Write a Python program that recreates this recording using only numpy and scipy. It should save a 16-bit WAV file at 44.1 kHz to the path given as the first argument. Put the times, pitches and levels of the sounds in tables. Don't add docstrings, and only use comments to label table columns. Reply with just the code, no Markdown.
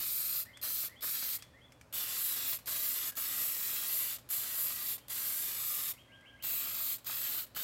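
import sys
import numpy as np
from scipy import signal
from scipy.fft import rfft, irfft, next_fast_len
from scipy.io import wavfile
from scipy.ndimage import uniform_filter1d, map_coordinates

SR = 44100
rng = np.random.default_rng(int(sys.argv[2]) if len(sys.argv) > 2 else 0)


def wrap_up_sound(samples):
    columns = np.atleast_2d(samples).T
    tamed = np.clip(columns, -1, 1)
    steps = np.round(tamed * 32767).astype(np.int16)
    wavfile.write(sys.argv[1], SR, steps)


N = 336483
TIME = np.arange(N) / SR
SIZE = next_fast_len(N + SR // 2, True)
HZ = np.fft.rfftfreq(SIZE, 1 / SR)


def amp(db):
    return 10 ** (np.asarray(db) / 20)


def unit(x):
    return x / np.sqrt(np.mean(x ** 2) + 1e-20)


def read(points, hz):
    table_hz, value = np.transpose(points)
    return np.interp(np.log(hz + 1), np.log(table_hz), value)


def curve(rows, column=1):
    rows = np.array(rows)
    return np.interp(TIME, rows[:, 0], rows[:, column])


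def shape(x, gain):
    return irfft(rfft(x, SIZE) * gain, SIZE)[:N]


def noise(gain):
    return unit(shape(rng.standard_normal(N), gain))


def wobble(rate_hz):
    return noise(1 / (1 + (HZ / rate_hz) ** 2) * (HZ > 6))


def bell(centre_hz, width_hz):
    return 1 / (1 + (2 * (HZ - centre_hz) / width_hz) ** 2)


def puff(start, decay, attack=0.00079):
    age = np.maximum(TIME - start, 0)
    return np.minimum(age / attack, 1) * np.exp(-np.minimum(age / decay, 50))


def reverb(x, t60, delay):
    is_reflection = (rng.random(SR) < .1) * (np.arange(SR) > delay * SR)
    taps = rng.standard_normal(SR) * is_reflection
    hz, t, z = signal.stft(taps, SR, nperseg=256)
    fade_db = -60 * t / read(t60, hz)[:, None]
    tail = signal.istft(z * amp(fade_db), SR, nperseg=256)[1]
    return signal.fftconvolve(x, tail / np.linalg.norm(tail))[:N]


# frequency in Hz, relative level in dB per Hz.
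RUMBLE_COLOUR = [(15, -54), (25, -2.5), (107, 1.5), (267, -7.5), (433, -8.5), (567, -3.5), (703, -10.5),
                 (1110, -11.5), (1800, -15.5), (2120, -21.5), (2420, -16), (3170, -24.5), (3930, -23.5),
                 (13500, -32.5), (15500, -35)]
# frequency in Hz, width in Hz, level in dB before the low cut.
HUM_LINES = [(62.9, 12.7, -71.5), (119.7, 3.25, -71), (262.6, 22.2, -73.5)]


def ambience(rumble_db=-64, low_cut_hz=48):
    hum = 0
    for hz, width_hz, db in HUM_LINES:
        drift = np.cumsum(rng.standard_normal(N)) * np.sqrt(2 * np.pi * width_hz / SR)
        hum = hum + amp(db) * unit(np.sin(2 * np.pi * hz * TIME + drift))
    rumble_cut = HZ ** 3 / (HZ ** 3 + low_cut_hz ** 3)
    hum_cut = HZ ** 4 / (HZ ** 4 + low_cut_hz ** 4)
    rumble = noise(amp(read(RUMBLE_COLOUR, HZ)) * rumble_cut)
    return amp(rumble_db) * rumble + shape(hum, hum_cut)


def phrases(calls, notes):
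    return [(s + delay, length, first_hz, last_hz, call_db + db, bend)
            for s, call_db in calls for delay, length, first_hz, last_hz, db, bend in notes]


# delay in seconds, length in
# seconds, first Hz, last Hz, level in dB against the call, bend (1 is straight, more levels off sooner).
SLOW_BIRD_SLURS = [(0, .07, 1717, 2237, -.5, 1.09), (.078, 0.0607, 2910, 3430, -.5, 3.4)]
QUICK_BIRD_SLURS = [(0, 0.0484, 1940, 2260, -3.5, 1.36), (.034, .06, 2100, 3220, 3, 4.8)]
# start in seconds, level in dB before the direct and scattered shares.
SLOW_BIRD_TIMES = [(.451, -56.5), (.879, -58), (1.311, -61), (1.53, -62)]
QUICK_BIRD_TIMES = [(4.955, -70), (5.937, -63), (6.078, -62.5), (6.218, -60), (6.359, -62)]
# start in seconds, length in seconds, first Hz, last Hz,
# level in dB before the same shares, bend.
LEVEL_WHISTLES = [(3.076, 0.073, 1656, 1622, -59, 1), (6.071, 0.35, 1586, 1622, -64.5, 2.9)]
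# frequency in Hz, time to fall 60 dB in seconds.
SCATTER_T60 = [(1500, 0.53), (3500, 0.49)]


def birds(direct_db=-4.0, scatter_db=-4.0, waver=0.019):
    song = np.zeros(N)
    drift = waver * wobble(260)
    notes = phrases(SLOW_BIRD_TIMES, SLOW_BIRD_SLURS) + phrases(QUICK_BIRD_TIMES, QUICK_BIRD_SLURS)
    for s, length, first_hz, last_hz, db, bend in notes + LEVEL_WHISTLES:
        at = np.arange(round(s * SR), round((s + length) * SR))
        hz = last_hz + (first_hz - last_hz) * np.linspace(1, 0, len(at)) ** bend
        whistle = np.sin(2 * np.pi * np.cumsum(hz * (1 + drift[at])) / SR)
        song[at] += amp(db) * unit(whistle * signal.windows.tukey(len(at), .3))
    scatter = reverb(song, SCATTER_T60, delay=0.0036)
    return amp(direct_db) * song + amp(scatter_db) * scatter


# start in seconds, level in dB.
NOZZLE_TICKS = [(0.572, -47.5), (1.423, -42.5), (1.721, -52.5), (1.812, -51.5), (6.209, -64)]
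# frequency in Hz, relative level in dB per Hz.
TICK_SPECTRUM = [(500, -9), (1300, 1), (2200, 6.5), (3000, 2), (4000, -7), (5200, 4), (6800, -3),
                 (8200, -1), (10000, -7), (13000, -8), (16000, -26)]


def ticks(decay=0.0024, rattle=0.23, rattle_decay=0.019):
    snaps = 0
    for s, db in NOZZLE_TICKS:
        snaps = snaps + amp(db) * (puff(s, decay, attack=0.0004) + rattle * puff(s, rattle_decay))
    return noise(amp(read(TICK_SPECTRUM, HZ))) * snaps


# time in seconds, lag in ms of the echo off the box wall.
HAND_TURNS = [(-.15, 1.37), (.43, 1.19), (1, 1.34), (1.35, 1.23), (2.6, 1.59), (3.12, 1.38), (3.67, 1.56),
              (4.08, 1.44), (5.1, 1.49), (5.92, 1.35), (6.95, 1.63), (7.5, 1.41)]


def stroke_lag():
    times, lag_ms = np.transpose(HAND_TURNS)
    turns = np.arange(len(times))
    stroke = np.interp(TIME, times, turns)
    eased = stroke - .6 * np.sin(2 * np.pi * stroke) / (2 * np.pi)
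    return np.interp(eased, turns, lag_ms)


# frequency in Hz, strength of the echo from 0 to 1.
WALL_STRENGTH = [(500, 0), (2000, 0.17), (4000, 0.18), (6200, 0), (7800, 0.61), (8900, 0.12), (10200, 0.48),
                 (12000, 0.45), (14300, 0.92), (16000, 0.2)]


def wall_echo(x):
    lag = stroke_lag() * SR / 1000
    return map_coordinates(shape(x, read(WALL_STRENGTH, HZ)), [np.arange(N) - lag], order=5)


def box_echoes(x, count=12, longest_ms=5):
    fine = signal.resample_poly(x, 4, 1)
    fine_time = np.arange(4 * N) / (4 * SR)
    sweep = stroke_lag() - np.mean(stroke_lag())
    out = 0
    for k, (place, slope) in enumerate(rng.random((count, 2))):
        direction = (-1) ** k
        sign = (-1) ** (k // 2)
        lag_ms = .5 + longest_ms * (k + place) / count + direction * (.5 + slope) * sweep
        out = out + sign * np.interp(TIME - lag_ms / 1000, fine_time, fine)
    return out / np.sqrt(count)


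# frequency in Hz, width in Hz, lift in dB.
RESONANCES = [(284, 110, 6.5), (615, 32, 13.5), (850, 41, -2), (1059, 45, 4.5), (1193, 19, 7),
              (4720, 360, 0.5), (8230, 190, 3), (12900, 350, 0.5)]


def box_db():
    return sum(db * bell(hz, width) for hz, width, db in RESONANCES)


# opens in seconds, shuts in seconds, opening time in seconds, closing
# time in seconds, then relative levels in dB of the first spit, wet gush, gas hiss and paint spatter,
# and the level in dB of the last dribble.
NOZZLE_PRESSES = [(-.05, 0.447, .02, 0.042, -15, -14, -36, -48, -52),
                  (0.614, 0.889, 0.016, 0.031, -1, -4, -37, -47.5, -54),
                  (1.008, 1.381, 0.018, .029, -5.5, -1, -37, -46.5, -50),
                  (1.926, 2.582, 0.013, 0.042, 0, -14, -37, -46, -49),
                  (2.658, 3.115, 0.0162, 0.033, -2, -0.5, -36, -46, -49),
                  (3.153, 4.179, 0.018, 0.047, -6, -4, -36.5, -46.5, -50),
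                  (4.289, 4.974, .015, 0.05, -3, -9, -37, -48, -48),
                  (5.082, 5.93, 0.022, 0.02, 0, -11, -37, -47.5, -51),
                  (6.424, 6.977, 0.015, 0.045, -.5, -5, -36.5, -47.5, -50.5),
                  (7.045, 7.46, 0.023, 0.065, -4, -11, -37.5, -46, -55.5),
                  (7.548, 7.694, 0.0148, .04, -2.5, -3.5, -39, -46.5, -55)]
DRIBBLE_LAG_S, DRIBBLE_DECAY_S = 0.004, .012


def valve(spit_decay=0.0042, spit_attack=0.0013, gush_decay=0.018):
    opening, spit, gush, drops = np.zeros((4, N))
    for opens, shuts, rise, fall, spit_db, gush_db, _, _, dribble_db in NOZZLE_PRESSES:
        rising = np.clip((TIME - opens) / rise, 0, 1) ** 2.6
        falling = np.clip((shuts - TIME) / fall, 0, 1) ** 0.77
        lift = rising * falling
        opening += lift
        spit += amp(spit_db) * puff(opens, spit_decay, attack=spit_attack)
        gush += amp(gush_db) * lift * puff(opens + 1.14 * rise, gush_decay, attack=0.0013)
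        drops += amp(dribble_db) * puff(shuts + DRIBBLE_LAG_S, DRIBBLE_DECAY_S, attack=0.0024)
    return opening, spit, gush, drops


CLEAR_S, WET_HISS_DB, WET_SPATTER_DB = 0.025, -3.5, 1.8


def flow():
    rows = np.array(NOZZLE_PRESSES)
    press = np.maximum(np.searchsorted(rows[:, 0], TIME, side="right") - 1, 0)
    opens, *_, hiss_db, spatter_db, _ = rows[press].T
    wet = np.exp(-np.maximum(TIME - opens, 0) / CLEAR_S)
    return hiss_db + WET_HISS_DB * wet, spatter_db + WET_SPATTER_DB * wet


# frequency in Hz, relative level in dB per Hz.
LEFT_SPECTRUM = [(530, -57), (900, -29.5), (1170, -20), (1270, -15), (1660, -19.5), (2460, -14.5),
                 (2870, -17), (3830, -10.5), (4420, -9.5), (6400, -14.5), (7840, -11), (9160, -12.5),
                 (11100, -8), (13300, 0), (15700, -10.5)]
MIDDLE_SPECTRUM = [(530, -38), (900, -21.5), (1210, -12.5), (1490, -19), (1800, -12), (2180, -13.5),
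                   (2870, -11.5), (3120, -13.5), (3400, -9.5), (6250, -12.5), (7660, -5), (9060, -9),
                   (11400, 0.5), (13300, 3.5), (15700, -5.5)]
RIGHT_SPECTRUM = [(530, -48), (900, -22.5), (1230, -12.5), (1580, -15.5), (1720, -14.5), (2260, -12.5),
                  (2550, -12), (3870, -9), (4580, -9), (5750, -16), (7390, -7.5), (8630, -8.5), (9500, -15),
                  (13000, 3.5), (15700, -2)]
# time in seconds, aim (0 left, 1 middle, 2 right).
JET_AIM = [(1.4, 0), (1.9, 1), (6, 1), (6.4, 2)]


def jet_noise(part, lo, hi, grain_db):
    drive = unit(rng.standard_normal(N) * amp(grain_db * wobble(900)))
    aim = curve(JET_AIM)
    low_cut = HZ / (HZ + 120) * np.interp(HZ, [300, 900], [.75, 1])
    colour = amp(box_db()) * part * low_cut
    in_band = (HZ > lo) * (HZ < hi)
    out = 0
    for k, spectrum in enumerate((LEFT_SPECTRUM, MIDDLE_SPECTRUM, RIGHT_SPECTRUM)):
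        gain = amp(read(spectrum[1:], HZ)) * colour
        share = np.maximum(1 - abs(aim - k), 0)
        out = out + share * shape(drive, gain / np.sqrt(np.mean(gain ** 2 * in_band)))
    return out


# time in seconds (each starts 2 ms earlier), level in dB.
THICK_BLOBS = [(0.836, -47), (1.228, -49), (2.024, -55), (2.528, -47.5), (3.828, -49), (4.583, -50),
               (7.098, -46), (7.346, -48)]


def blobs(per_s=26, decay=0.0071, small_db=-59, spread_db=2):
    size_db = small_db + spread_db * np.minimum(rng.exponential(1, N), 2)
    starts = rng.random(N) < per_s / SR
    small = signal.lfilter([1], [1, -np.exp(-1 / (decay * SR))], amp(size_db) * starts)
    thick = sum(amp(db) * puff(s - .002, 1.5 * decay, attack=0.0011) for s, db in THICK_BLOBS)
    return small + thick


def meander(x, patchy_db=1.5):
    z = signal.stft(x, nperseg=1024, noverlap=768)[2]
    patches = rng.standard_normal(z.shape)
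    for _ in range(2):
        patches = uniform_filter1d(patches, size=4, axis=0)
        patches = uniform_filter1d(patches, size=22, axis=1)
    return signal.istft(z * amp(patchy_db * unit(patches)), nperseg=1024, noverlap=768)[1][:N]


SWAY_HZ, SWAY_HISS_DB, SWAY_SPATTER_DB, SWAY_BEAM_DB = 2.83, 1.4, 0.42, 2


def sway():
    return noise(bell(SWAY_HZ, SWAY_HZ) ** 2)


# time in seconds, lift in dB.
HISS_FLARES = [(2.5, 10), (3.63, 9), (3.76, 5)]
FLARE_S = .042
# frequency in Hz, relative level in dB per Hz.
WET_PAINT = [(150, -11), (400, -4.5), (700, -3), (1300, 4.5), (2200, -3), (4000, -26), (8000, -33)]
HISS_BAND, SPATTER_BAND = (9000, 16000), (900, 5000)


def spray(hiss_db=-2.08, spatter_db=-1, split_hz=6500, beam_hz=14300, flutter_db=0.12, sputter_db=1.0,
          gush_db=-45):
    gas_db, paint_db = flow()
    opening, spit, gush, drops = valve()
    low = 1 / (1 + (HZ / split_hz) ** 8)

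    hiss_level_db = hiss_db + gas_db + SWAY_HISS_DB * sway()
    hiss = jet_noise(np.sqrt(1 - low), *HISS_BAND, grain_db=1.0) * amp(hiss_level_db)
    flare_db = sum(db * np.exp(-((TIME - s) / FLARE_S) ** 2) for s, db in HISS_FLARES)
    beam_db = SWAY_BEAM_DB * sway() + flare_db
    highest = shape(hiss, (1 + np.tanh((HZ - beam_hz) / 600)) / 2)
    hiss = hiss + (amp(beam_db) - 1) * highest

    spatter_level_db = spatter_db + paint_db + SWAY_SPATTER_DB * sway() + sputter_db * wobble(32)
    spatter = jet_noise(np.sqrt(low), *SPATTER_BAND, grain_db=0.4) * amp(spatter_level_db)

    wet_noise = noise(amp(read(WET_PAINT, HZ) + box_db()))
    splash = wet_noise * (amp(gush_db) * gush + blobs() * opening)
    dribble = drops * noise(amp(box_db() + .5 * read(MIDDLE_SPECTRUM, HZ)) / (1 + HZ / 6000))
    jet = meander(hiss + spatter) * (opening + spit)
    return (jet + splash) * amp(flutter_db * wobble(40)) + dribble


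# frequency in Hz, time to fall 60 dB in seconds.
ROOM_T60 = [(300, 0.36), (3000, 0.67), (8000, 0.41), (15000, 0.26)]


def scene(flaps_db=-10, room_db=-19):
    can = spray() + ticks()
    near = can + wall_echo(can) + amp(flaps_db) * box_echoes(can)
    room = amp(room_db) * reverb(can, ROOM_T60, delay=0.0053)
    mono = near + room + birds() + ambience()
    return np.array([mono, mono])


EDGE_HZ = 15950


def record(dry):
    low_pass = signal.firwin(1023, EDGE_HZ, window=("kaiser", 8), fs=SR)
    return signal.oaconvolve(dry, low_pass[None], "same")


dry = scene()
out = record(dry)
wrap_up_sound(out)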